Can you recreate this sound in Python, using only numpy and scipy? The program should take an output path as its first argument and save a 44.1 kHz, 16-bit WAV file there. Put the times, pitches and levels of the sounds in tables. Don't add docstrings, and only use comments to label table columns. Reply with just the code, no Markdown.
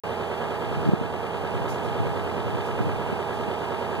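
import sys
import numpy as np
from scipy import signal
from scipy.fft import rfft, irfft
from scipy.io import wavfile
from scipy.ndimage import uniform_filter1d

SR = 44100
rng = np.random.default_rng(int(sys.argv[2]) if len(sys.argv) > 2 else 0)


def unload_wav(signal):
    wavfile.write(
        sys.argv[1],
        SR,
        np.round(np.clip(np.atleast_2d(signal).T, -1, 1) * 32767).astype(np.int16),
    )


N = 176400
T = np.arange(N) / SR
HZ = np.arange(N // 2 + 1) * SR / N


def from_db(db):
    return 10 ** (np.asarray(db) / 20)


def in_time(rows):
    return np.interp(T, *np.transpose(rows))


def gain_at(rows, hz, column=1):
    rows = np.array(rows)
    return from_db(np.interp(np.log(hz + 1e-9), np.log(rows[:, 0]), rows[:, column]))


def drift(per_s):
    slow = irfft(rfft(rng.standard_normal(N)) / (1 + (HZ / per_s) ** 2), N)
    return (slow - slow.mean()) / slow.std()


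def white():
    return rng.standard_normal((2, N)) * np.sqrt(SR / 2)


def delay(hz, ms):
    return np.exp(-2j * np.pi * hz * ms / 1000)


def ports(pair, hz, direct, scattered):
    near = pair[0]
    far = direct * near + scattered * pair[1]
    gap = delay(hz, ms=.379)
    power = (abs(direct - gap) ** 2 + abs(1 - gap * direct) ** 2) / 2 + scattered ** 2
    return np.array([far - gap * near, near - gap * far]) / np.sqrt(power)


# f/Hz, direct level/dB, scattered level/dB
FAR_PORT = [(101, 0.5, -9.5), (254, -1, -8), (520, 2.5, -9), (834, -1.5, -16), (1420, -1, 18),
            (2000, -20, -15), (3350, -39, -18.5), (4700, 62, 5)]

def from_engine(pair, hz):
    direct = gain_at(FAR_PORT, hz) * delay(hz, ms=0.2)
    return ports(pair, hz, direct, scattered=gain_at(FAR_PORT, hz, column=2))


# t/s, speed/(cycles per s)
SPEED = [(0.0, 9.665), (0.4, 9.688), (0.8, 9.694), (1.2, 9.672), (1.6, 9.701), (2.0, 9.682), (2.4, 9.697),
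         (2.8, 9.688), (3.2, 9.667), (3.6, 9.655), (4.0, 9.653)]
CYCLE_HZ = np.mean(np.array(SPEED)[:, 1])

def engine_cycles():
    return np.cumsum(in_time(SPEED)) / SR


# place/cycles, thud level/dB, knock level/dB, clatter level/dB
KNOCKS = [(.01, 4.5, 15, 8), (0.162, 9, 4.5, -3.5), (0.241, -14, -15, 9.5), (0.363, -11.5, 7.5, -1),
          (0.508, 2.5, 0, -10), (0.653, 2, 2, 4.5), (0.802, 0.5, -25, -14), (0.882, 10.5, 3, 2)]

def knocking(noise, cycles, hz, depth):
    rise_s, decay_s, between_db = 0.0034, 0.0053, -9
    thud_below_hz, clatter_above_hz = 680, 1260
    knocks = np.array(KNOCKS)
    place = np.linspace(0, 1, 1024)
    age = (place - knocks[:, :1]) % 1 / CYCLE_HZ
    shapes = (1 - np.exp(-age / rise_s)) * np.exp(-age / decay_s)
    bass, below_clatter = (1 / (1 + (hz / edge) ** 8) for edge in (thud_below_hz, clatter_above_hz))
    spectrum = 0
    for db, band in zip(knocks.T[1:], (bass, below_clatter - bass, 1 - below_clatter)):
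        pulse = (from_db(db) @ shapes + from_db(between_db)) ** depth
        pulse /= np.sqrt(np.mean(pulse ** 2))
        spectrum = spectrum + band * rfft(noise * np.interp(cycles % 1, place, pulse))
    return spectrum


# multiple of the cycle rate, level/dB before the trim
HOUSING_DRONES = [(9, -44), (12, -48.5), (17, -48), (21, -49.5), (24, -48), (25, -50.5), (30, -55.5),
                  (36, -51), (38, -45.5), (39, -46.5), (40, -44.5), (41, -54), (42, -49.5), (43, -39),
                  (44, -62), (45, -61), (46, -50.5), (47, -41.5), (48, -49), (49, -42), (50, -44),
                  (51, -46.5), (53, -56), (57, -46.5), (62, -48.5), (64, -51.5), (66, -48), (67, -45.5),
                  (68, -48.5), (69, -50.5), (70, -46.5), (72, -45), (73, -53.5), (81, -48), (84, -49.5),
                  (85, -54.5), (86, -50), (87, -47), (89, -49.5), (90, -46), (92, -48), (93, -45),
                  (99, -50.5), (103, -53.5), (123, -51.5), (128, -51.5), (134, -50), (135, -51),
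                  (171, -51.5)]
# f/Hz, level/dB before the trim
HOUSING_TONE = [(40, -62), (75, -76), (110, -63.5), (200, -58), (330, -68), (420, -69), (530, -57),
                (650, -51), (760, -62), (850, -49), (1050, -58), (1280, -63), (1400, -66), (1650, -65),
                (1950, -69), (2600, -80), (3100, -70.5), (4200, -85), (6000, -100)]

def engine(cycles, size=8192):
    tone_trim_db, drone_trim_db, waver_db = 0.5, -1, -14.5
    place, overtones = np.arange(size) / size, np.arange(size // 2 + 1)
    hz = overtones * CYCLE_HZ
    noise, *wavers = rfft(rng.standard_normal((3, 2, size)))
    scatter = abs(noise[0]) ** 0.91
    scatter /= np.sqrt(np.mean(scatter ** 2))
    level = gain_at(HOUSING_TONE, hz) * from_db(tone_trim_db) * scatter * (overtones > 2)
    for overtone, db in HOUSING_DRONES:
        level[round(overtone)] = from_db(db + drone_trim_db)
    knocks = knocking(irfft(level * noise / abs(noise)), place, hz, depth=1.65)

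    def repeat(pair):
        spectrum = from_engine(pair / abs(pair), hz)
        spectrum /= np.sqrt(np.mean(abs(spectrum) ** 2, axis=0))
        cycle = irfft(spectrum * level) * size / np.sqrt(2)
        return np.array([np.interp(cycles, place, side, period=1) for side in cycle])

    return repeat(knocks) + sum(from_db(waver_db) * drift(per_s=3.2) * repeat(pair) for pair in wavers)


# f/Hz, level/dB per Hz
RUSH_TONE = [(25, -89), (60, -84), (110, -65), (270, -64), (400, -65.5), (530, -65.5), (650, -62),
             (900, -63.5), (1100, -68), (1400, -72.5), (1650, -72.5), (1950, -78), (2700, -73.5),
             (3500, -82), (4200, -89), (4900, -86), (6000, -99), (9000, -108)]

def air_rush(cycles):
    pulsing = knocking(white(), cycles, HZ, depth=0.16)
    return irfft(from_engine(pulsing, HZ) * gain_at(RUSH_TONE, HZ), N)


# f/Hz, width/Hz, level/dB
HOUSING_RINGS = [(455.7, 5.8, -45), (819.5, 5.5, -47.5), (831.8, 9, -44)]

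def housing_rings():
    tone = sum(from_db(db) / np.sqrt(width) / (1 + ((HZ - hz) / width * np.pi / 2) ** 2)
               for hz, width, db in HOUSING_RINGS)
    return irfft(from_engine(rfft(white()), HZ) * tone, N)


# (place/cycles, width/cycles, boost/dB at depth 1)
THROB_BANDS = [(440, 110, -1.3, .5, [(.035, .05, 6), (.255, .035, 2.5)]),
               (650, 95, -1.8, .6, [(.21, .05, 6), (.38, .04, 3), (.9, .07, 4)]),
               (850, 110, -3, .8, [(.375, .045, 7), (.68, .095, 7), (.89, .03, 2.5)])]
# t/s, depth (a factor)
THROB_DEPTH = [(0, 0.71), (1.0, 0.89), (1.6, 0.79), (2.02, 1.08), (2.25, 0.6), (3.3, 1), (4, 0.63)]

def throb(sound, cycles):
    out = sound
    for hz, width_hz, trough_db, evenness, swells in THROB_BANDS:
        band = irfft(rfft(sound) * np.exp(-((HZ - hz) / width_hz) ** 4), N)
        power = np.mean(band ** 2, axis=0)
        power = uniform_filter1d(uniform_filter1d(power, size=400), size=400)
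        even_out = (power / power.mean()) ** (-evenness / 2)
        swell_db = sum(db * np.exp(-(((cycles - place + .5) % 1 - .5) / width) ** 2)
                       for place, width, db in swells)
        gain = even_out * from_db(trough_db + in_time(THROB_DEPTH) * swell_db)
        out = out + band * (gain - 1)
    return out


# t/s, level/dB
WHINE_LEVEL = [(0, -50.5), (2.9, -48), (3.3, -48), (3.7, -41.5), (4, -44)]

def whine(cycles, overtone=96):
    phase = overtone * cycles + rng.random((2, 1))
    tone = from_db(in_time(WHINE_LEVEL)) * np.sqrt(2) * np.sin(2 * np.pi * phase)
    return irfft(from_engine(rfft(tone), HZ), N)


# f/Hz, level/dB per Hz
HISS_TONE = [(2600, -112), (5000, -101), (6000, -95.5), (8000, -95.5), (10000, -98.5), (14000, -100)]

def hiss():
    return irfft(rfft(white()) * gain_at(HISS_TONE, HZ), N)


# t/s, level/dB
GUSTS = [(0, -57), (.45, -78), (.68, -36), (.8, -29), (.9, -37), (1.05, -32), (1.3, -46), (1.65, -31.5),
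         (1.8, -39), (2.05, -29.5), (2.35, -36), (2.5, -31), (2.72, -36), (2.85, -27.5), (3.2, -45),
         (3.45, -38), (3.6, -55), (4, -44)]
# f/Hz, relative level/dB
WIND_TONE = [(20, -25), (45, -16), (70, -20), (100, 15.5), (160, 6.5), (220, -12.5), (300, 4), (450, -22),
             (900, -47.5)]

def wind():
    air = irfft(rfft(white()) * gain_at(WIND_TONE, HZ), N)
    flutter_db = -0.5 * drift(per_s=24)
    air = air / air.std() * from_db(in_time(GUSTS) + flutter_db)
    air[0] += swirls()
    return irfft(ports(rfft(air), HZ, direct=0, scattered=from_db(0.5)), N)


# t/s, level/dB before the trim, f/Hz
SWIRLS = [(.864, -11, 171), (.877, -9.5, 147), (0.892, -3.5, 165), (0.922, -12, 200), (0.937, -3, 179),
          (1.015, -11, 169), (2.005, -12.5, 165), (2.554, -16, 189), (2.808, -11, 186), (2.87, -13, 150),
          (3.13, -14, 200), (3.486, -16, 178), (3.993, -17, 180)]

def swirls(width_s=0.0047, trim_db=-2.5):
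    thumps = np.zeros(N)
    for s, db, hz in SWIRLS:
        age = T - s
        body = np.sin(2 * np.pi * (hz * age + rng.random()))
        edge = from_db(-7) * np.sin(2 * np.pi * (1.95 * hz * age + rng.random()))
        thumps += from_db(db + trim_db) * np.exp(-(age / width_s) ** 2) * (body + edge)
    return thumps


# t/s, relative level/dB
RUSTLES = [(1.678, -4.5), (1.825, -14), (2.635, -11), (3.325, -14)]
# f/Hz, relative level/dB
RUSTLE_TONE = [(2500, -100), (4500, -74), (6500, -72), (8800, -79.5), (11000, -75.5), (14000, -87)]

def rustles(rise_s=0.019, decay_s=.045):
    level = 0
    for s, db in RUSTLES:
        age = np.maximum(T - s, 0)
        level = level + from_db(db) * (1 - np.exp(-age / rise_s)) * np.exp(-age / decay_s)
    grain = from_db(0.5 * drift(per_s=70))
    return irfft(rfft(white()) * gain_at(RUSTLE_TONE, HZ), N) * level * grain


def limiter(sound, limit_db=-10.5, share=.45, attack_s=.02, recover_db_per_s=3.5):
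    peak_db = 20 * np.log10(abs(sound).max(axis=0) + 1e-9)
    wanted_cut_db = np.maximum(peak_db - limit_db, 0) * share
    recovery_db = recover_db_per_s * T
    cut_db = np.maximum.accumulate(wanted_cut_db + recovery_db) - recovery_db
    smoothing = np.exp(-1 / (attack_s * SR))
    return sound * from_db(-signal.lfilter([1 - smoothing], [1, -smoothing], cut_db))


def scene():
    cycles = engine_cycles()
    machine = engine(cycles) + air_rush(cycles) + housing_rings()
    return throb(machine, cycles) + whine(cycles) + hiss() + rustles() + wind()


def record(dry, start_s=.036, cutoff_hz=14000):
    limited = limiter(dry) * (T > start_s)
    return irfft(rfft(limited) / np.sqrt(1 + (HZ / cutoff_hz) ** 400), N)


dry = scene()
out = record(dry)
unload_wav(out)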